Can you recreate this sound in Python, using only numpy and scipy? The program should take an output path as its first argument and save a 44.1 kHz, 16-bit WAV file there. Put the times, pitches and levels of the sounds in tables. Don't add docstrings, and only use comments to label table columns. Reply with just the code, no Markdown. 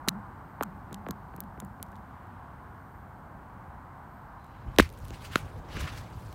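import sys
import numpy as np
from scipy import signal
from scipy.fft import rfft, irfft
from scipy.io import wavfile
from scipy.ndimage import uniform_filter1d

SR = 44100
rng = np.random.default_rng(int(sys.argv[2]) if len(sys.argv) > 2 else 0)


def voltage_ratio(decibels):
    exponent = np.asarray(decibels, float) / 20
    return 10 ** exponent


def digitize_waveform(pressure):
    field = np.atleast_2d(pressure).T
    bounded = np.clip(field, -1, 1)
    quanta = np.round(bounded * 32767).astype(np.int16)
    wavfile.write(sys.argv[1], SR, quanta)


N = 279814
TIME = np.arange(N) / SR
CHANGE_S = 4.4
KICK_S = 4.79


def level(x, db):
    return x * voltage_ratio(db) / np.sqrt(np.mean(x ** 2))


def band(x, lo_hz, hi_hz, order=2):
    sos = signal.butter(order, [lo_hz, min(hi_hz, .45 * SR)], "bandpass", fs=SR, output="sos")
    return signal.sosfilt(sos, x)


def colour(x, table):
    hz, db = np.transpose(table)
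    f = np.maximum(np.arange(len(x) // 2 + 1) * SR / len(x), 1)
    gain = voltage_ratio(np.interp(np.log(f), np.log(hz), db))
    return irfft(rfft(x) * gain, len(x))


def walk(rate_hz):
    k = int(SR / rate_hz)
    held = np.repeat(rng.standard_normal(N // k + 1), k)
    slewed = uniform_filter1d(uniform_filter1d(held, k), k)
    return 1.3 * slewed[:N]


def add(out, start_s, x):
    i = int(start_s * SR)
    out[i:i + len(x)] += x[:N - i]


def stroke(peak_s, db, rise_s, fall_s):
    return voltage_ratio(db - 20 * np.where(TIME < peak_s, (peak_s - TIME) / rise_s, (TIME - peak_s) / fall_s))


def bend(t, spread_ms, top_hz, end_hz):
    dispersion = 0.93
    late = t / (spread_ms / 1000)
    ratio = (late + (end_hz / top_hz) ** (1 / dispersion)) ** -dispersion
    hz = end_hz * (.5 + ratio ** 3) ** (1 / 3)
    onset = 1 - np.exp(-t / 0.0001)
    return -onset * np.sin(2 * np.pi * np.cumsum(hz) / SR), late


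# freq_hz, density_db [dB per Hz]
ROAD_SPECTRUM = [(12, -51), (20, -23), (46, -2.5), (70, -1), (143, -3.5), (206, -8), (237, -10),
                 (266, -11.5), (351, -15.5), (385, -18), (520, -19), (884, -9), (1580, -18.5), (2620, -38),
                 (5000, -51), (6500, -72.5), (11000, -120)]


def road():
    drone = colour(rng.standard_normal(N), ROAD_SPECTRUM)
    scale = np.std(band(drone, 600, 1500, order=4))
    edges_hz = 28 * 2 ** np.arange(0, 9, .5)
    drone = sum(voltage_ratio(1.7 * walk(2)) * band(drone, lo, hi, order=1) for lo, hi in zip(edges_hz, edges_hz[1:]))
    road_db = -48.8 + 2.2 * np.exp(-(TIME / 1.5) ** 2) - 1.5 * (TIME > CHANGE_S)
    duck_db, duck_back_s = 10, .17
    road_db = road_db - duck_db * np.exp(-np.abs(TIME - KICK_S) / duck_back_s) * (TIME > KICK_S)
    return voltage_ratio(road_db - 4.5) * drone / scale


# freq_hz, density_db [dB per Hz]
HISS_SPECTRUM = [(2400, -24), (4000, -4.5), (5000, -6), (7000, -6), (8500, -5), (10500, -8.5),
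                 (12000, -4.5), (13500, -2), (15700, -6.5), (15900, -16), (16200, -45)]
# centre_s, rise_db, half_width_s
HISS_SWELLS = [
    (.55, 5, .2),
    (1.35, 5.5, .8),
    (2.92, 7, .3),
    (4.15, 8, .15),
]


def hiss():
    noise = colour(rng.standard_normal(N), HISS_SPECTRUM)
    swell_db = -1.5 + sum(db * np.exp(-((TIME - s) / half_s) ** 2) for s, db, half_s in HISS_SWELLS)
    noise = noise + (voltage_ratio(swell_db) - 1) * band(noise, 13000, 14800)
    return voltage_ratio(-78.5) * noise / np.std(band(noise, 4500, 11000, order=4))


# time_s, pitch_hz, level_db
WHINE_TRACK = [(0, 8400, -86), (.9, 8650, -88), (1.9, 8750, -88.5), (2.4, 8450, -90), (2.9, 8900, -84),
               (3.1, 8550, -90), (3.6, 8250, -93), (4.2, 8420, -87), (4.33, 8300, -100)]


def whine_and_squeak():
    s, hz, db = np.transpose(WHINE_TRACK)
    whine_hz = np.interp(TIME, s, hz, right=0)
    wobble_hz = 110 * walk(400)
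    whine = voltage_ratio(np.interp(TIME, s, db) + 4.0) * np.sin(2 * np.pi * np.cumsum(whine_hz + wobble_hz) / SR)
    squeak = stroke(4.4, -73, .05, .7) * np.sin(2 * np.pi * np.cumsum(4020 + wobble_hz) / SR)
    return whine * (TIME < s[-1]) + squeak * (TIME < KICK_S)


# peak_s, rumble_db, rise_s [per 20 dB], fall_s [per 20 dB]
JOLTS = [(4.68, -30, .04, .06), (4.816, -20, .035, .045), (5.04, -36, .05, .06), (5.12, -37, .05, .08),
         (5.3, -43, .3, .4), (5.46, -37, .15, .12), (5.59, -35, .1, .06), (5.756, -30, .055, .1),
         (5.842, -28.5, .08, .055), (5.92, -39, .1, .1), (6.014, -41, .15, .1), (6.16, -36, .06, .07),
         (6.24, -38, .08, .15)]


def handling():
    held = np.clip((TIME - CHANGE_S) / .15, 0, 1)
    shake = np.max([stroke(*row) for row in JOLTS], axis=0) * .8 + voltage_ratio(-49) * held
    rumble = level(band(rng.standard_normal(N), 40, 115), 0)
    low_mid = level(band(rng.standard_normal(N), 270, 680), 0)
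    murmur = voltage_ratio(-57 + 1.5 * walk(12)) * np.clip((TIME - CHANGE_S) / .5, 0, 1)
    murmur = murmur + stroke(5.79, -48, .4, .3) * .6
    return shake * rumble + murmur * low_mid


# peak_s, level_db, rise_s [per 20 dB], fall_s [per 20 dB], treble_db [relative]
SOLE_STROKES = [(4.6, -66, .5, .6, -20), (4.76, -62, .1, .05, -12), (4.826, -40, .04, .055, -14),
                (5.14, -51, .03, .05, -11), (5.1, -62.5, .5, .6, -4), (5.25, -48, .06, .07, -9),
                (5.335, -42, .04, .06, -14), (5.382, -47.5, .05, .065, -6), (5.46, -62, .1, .4, -9),
                (5.74, -49, .085, .05, -15), (5.77, -40.5, .05, .06, -19), (5.805, -42, .05, .16, -11),
                (5.88, -40.5, .07, .06, -20), (5.99, -48.5, .3, .06, -11), (6.03, -58, .05, .17, -11),
                (6.22, -63.5, .35, 1.1, -4)]


def scuff():
    strokes = np.array([stroke(*row[:4]) ** 2 for row in SOLE_STROKES])
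    power = strokes.sum(axis=0) + 1e-30
    treble_db = np.array(SOLE_STROKES)[:, 4] @ strokes / power
    grit = voltage_ratio(1.8 * rng.exponential(size=N) + 1.4 * walk(150))
    low_db = -3
    out = 0
    for hz in 1100 * 2 ** np.arange(0, 4.2, 1 / 3):
        share = np.interp(np.log2(hz / 1500), [0, 1, 2.6, 3.4], [-.8, 0.22, 0.95, 1.05])
        tilt_db = low_db * max(-share, 0) + treble_db * max(share, 0)
        patch_db = 2.4 * walk(80)
        scrape = level(band(grit * rng.standard_normal(N), hz / 1.13, hz * 1.13), -4.2)
        out = out + voltage_ratio(tilt_db + patch_db) * scrape
    return np.sqrt(power) * out


# peak_s, peak_db, crumble_t60_ms, dullness [-1..1]
STONE_CLICKS = [(0.0779, -30.5, 7.3, .1), (0.0851, -10.5, 2.4, .13), (0.0863, -11, 5.7, .6),
                (0.0904, -11, 5.9, .2), (0.6147, -41, 1.9, -.05), (0.6257, -25, 2.2, -.05),
                (0.6328, -21, 8, .1), (0.6344, -19, 8, .2), (0.7031, -56, 1.5, .1), (0.9288, -32, 3.3, .3),
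                (0.9444, -25.5, 4.2, .35), (1.0868, -34, 4.3, .25), (1.109, -24, 4.3, .35),
                (1.1113, -39, 5, .05), (1.3637, -34, 5.8, .04), (1.4046, -15, 1.4, -.25),
                (1.4063, -34, 5, -.2), (1.4087, -43, 6, -.1), (1.4378, -42, 4.3, .02),
                (1.602, -25, 5.1, .15), (1.6492, -38, 5.4, -.05), (1.828, -18, 4.2, -.03),
                (1.8355, -50, 7, -.05), (1.8652, -53, 9, .2), (1.8862, -56.3, 11.2, .1),
                (1.9183, -55, 18, .2), (1.9568, -45, 6.3, .75), (1.9645, -50, 5.2, .2),
                (2.2698, -57, 7.4, .2)]
# peak_s, peak_db, crumble_t60_ms, dullness [-1..1]
ICE_CHIPS = [(4.4442, -54, 18.1, .4), (4.4661, -51.5, 4.9, .5), (4.8918, -34.5, 2.1, .2),
             (4.9017, -37, 2.7, .25), (4.9272, -39, 1.5, .1), (4.9387, -43, 2.4, .35), (4.9508, -52, 6, .4),
             (4.976, -42, 2.1, .2), (4.9886, -39, 1.5, .05), (5.0027, -44, 3.5, .3), (5.0484, -41, 2.5, .2),
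             (5.0531, -35, 1.9, .2), (5.0832, -37, 2.1, .3), (5.7693, -49, 27.2, .4)]
# peak_s, peak_db, crumble_t60_ms, dullness [-1..1]
BOOT_CRACKS = [(4.7634, -35, 2.5, .7), (4.7864, -1.5, 4.2, .74), (4.79, -14, 4.1, .75),
               (4.7948, -15, 32, .87), (4.7983, -7, 3.4, .9), (4.802, -14, 30, .9), (5.1062, -34, 5, .75),
               (5.3577, -16, 4, .92), (5.36, -24, 18, .9), (5.4559, -52, 8.5, .6), (6.3272, -43, 9.1, .57)]
# freq_hz, density_db [dB per Hz]
CLICK_SPECTRUM = [(1060, -38.5), (1800, -13.5), (3110, -9), (3850, -6), (4900, -13.5), (6180, -6),
                  (7640, -7), (10600, -6.5), (12400, -2), (15200, -5.5), (16500, -19)]


def clicks(table):
    out, t = np.zeros(N), (np.arange(2048) - 128) / SR
    tail_db, tail_s = -47, .011
    for peak_s, db, t60_ms, dull in table:
        noise = rng.standard_normal((2, len(t)))
        crumble = noise[0] * voltage_ratio(-60 * np.abs(t) * np.where(t < 0, 2.2, 1) / (t60_ms / 1000))
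        tail = voltage_ratio(tail_db) * noise[1] * np.exp(-t / tail_s) * (t > 0)
        impulse = -4.5 * (t == 0)
        crack = colour(crumble + tail + impulse, CLICK_SPECTRUM)
        pole = np.clip(dull, -.9, .98)
        crack = signal.lfilter([1], [1, -2 * pole, pole ** 2], crack)
        add(out, peak_s - 128 / SR, voltage_ratio(db + 1.5) * crack / np.abs(crack).max())
    return out


# click_s, level_db
FLAT_LANDINGS = [
    (0.0779, -21),
    (.0904, -27),
    (0.6257, -19),
    (.6328, -34),
    (0.635, -23),
    (1.109, -31.5),
    (1.602, -36),
    (4.7948, -17),
    (4.7976, -4),
]


def knocks():
    out, t = np.zeros(N), (np.arange(400) - 200) / SR
    knock = np.cos(2 * np.pi * 1224 * t) * np.exp(-(t / 0.00079) ** 2)
    for s, db in FLAT_LANDINGS:
        add(out, s + .0009 - 200 / SR, voltage_ratio(db) * knock)
    return out


# start_s, pitch_hz, level_db, t60_ms
CONTACT_TICKS = [
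    (.0858, 3950, -17, 6),
    (.0901, 3900, -22, 6),
    (4.7862, 2760, -10.5, 1.5),
    (4.7982, 1600, -4, 7.7),
    (5.1062, 2940, -46.5, 6.4),
    (5.3574, 1360, -9.5, 8.3),
    (5.769, 1600, -32, 11),
]
# start_s, level_db, first_swing_hz, spread_ms, fade_db
SHEET_THUDS = [
    (0.0815, -21, 265, 70, 46),
    (1.108, -31.5, 300, 20, 32),
    (4.7877, -2.5, 760, 17.5, 40),
    (4.7998, 4.5, 540, 12, 50),
    (5.107, -34, 600, 16, 32),
    (5.3589, -9.5, 640, 8.6, 38.5),
    (5.771, -33, 497, 18.5, 29),
]


def blows():
    out, t = np.zeros(N), np.arange(1, SR // 8) / SR
    for s, hz, db, t60_ms in CONTACT_TICKS:
        cycles = np.cumsum(hz * (1 + 1.9 * np.exp(-t / 0.00014))) / SR
        ring = (1 - np.exp(-t / 0.000067)) * voltage_ratio(-60 * t / (t60_ms / 1000))
        add(out, s, -2 * voltage_ratio(db) * ring * np.sin(2 * np.pi * cycles))
    for s, db, first_hz, spread_ms, fade_db in SHEET_THUDS:
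        thud, late = bend(t, spread_ms, first_hz, 88)
        fade = voltage_ratio(db - fade_db * np.sqrt(late))
        add(out, s, -3 * fade * (1 - np.exp(-t / 0.00027)) * thud)
    return out


# start_s, peak_db, fade_db [per spread], hum_db
ICE_CHIRPS = [(0.0767, -26, 5, -36.5), (0.6096, -18.5, 12, -42), (.6168, -32, 8, -50),
              (0.91, -41.5, -2, -46), (0.924, -41, -4, -67), (1.0655, -30, 11, -58),
              (1.0872, -32, -3.5, -47.5), (1.339, -41, 6, -47), (1.38, -42, 3, -46.5),
              (1.5765, -39, 9, -46), (1.621, -42, -1.5, -55), (1.800, -44, 3, -50), (1.929, -47, 7, -51.5)]


def ice():
    near_m, travel_m, slowing_s = 2.4, 10.5, 1.1
    hum_hz, hum_width_hz, hum_s = 198, 22, .052
    out, hum_power, t = np.zeros(N), np.zeros(N), np.arange(1, SR // 2) / SR
    for s, db, fade_db, hum_db in ICE_CHIRPS:
        distance_m = near_m + travel_m * (1 - np.exp(-s / slowing_s))
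        spread_ms, top_hz = 1.33 * distance_m, 1200 + 135 * distance_m
        chirp, late = bend(t, spread_ms, top_hz, hum_hz)
        add(out, s, voltage_ratio(db - fade_db * late) * np.exp(-(late / 1.8) ** 4) * chirp)
        add(hum_power, s, voltage_ratio(2 * hum_db) * (t / hum_s * np.exp(1 - t / hum_s)) ** 3.5)
    hum_cycles = np.cumsum(hum_hz + hum_width_hz * walk(60.03)) / SR
    hum = np.sin(2 * np.pi * hum_cycles) * voltage_ratio(2.0 * walk(45.2))
    out = band(out * voltage_ratio(2.6 * walk(700)), 90, 4200)
    return out + np.sqrt(hum_power) * level(hum, 0)


def scene():
    background = road() + hiss() + whine_and_squeak() + handling()
    boot = scuff() + clicks(ICE_CHIPS) + clicks(BOOT_CRACKS)
    impacts = clicks(STONE_CLICKS) + knocks() + blows()
    return (background + boot + impacts + ice())[None]


def band_limit(x):
    return signal.sosfilt(signal.butter(12, 17020, fs=SR, output="sos"), x)


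def record(dry):
    rounded = np.tanh(0.75 * dry) / 0.88
    cut = signal.sosfilt(signal.ellip(6, .3, 40, 15850, fs=SR, output="sos"), rounded)
    cut = signal.sosfilt(signal.butter(2, 35, "highpass", fs=SR, output="sos"), cut)
    return band_limit(cut)


dry = scene()
out = record(dry)
digitize_waveform(out)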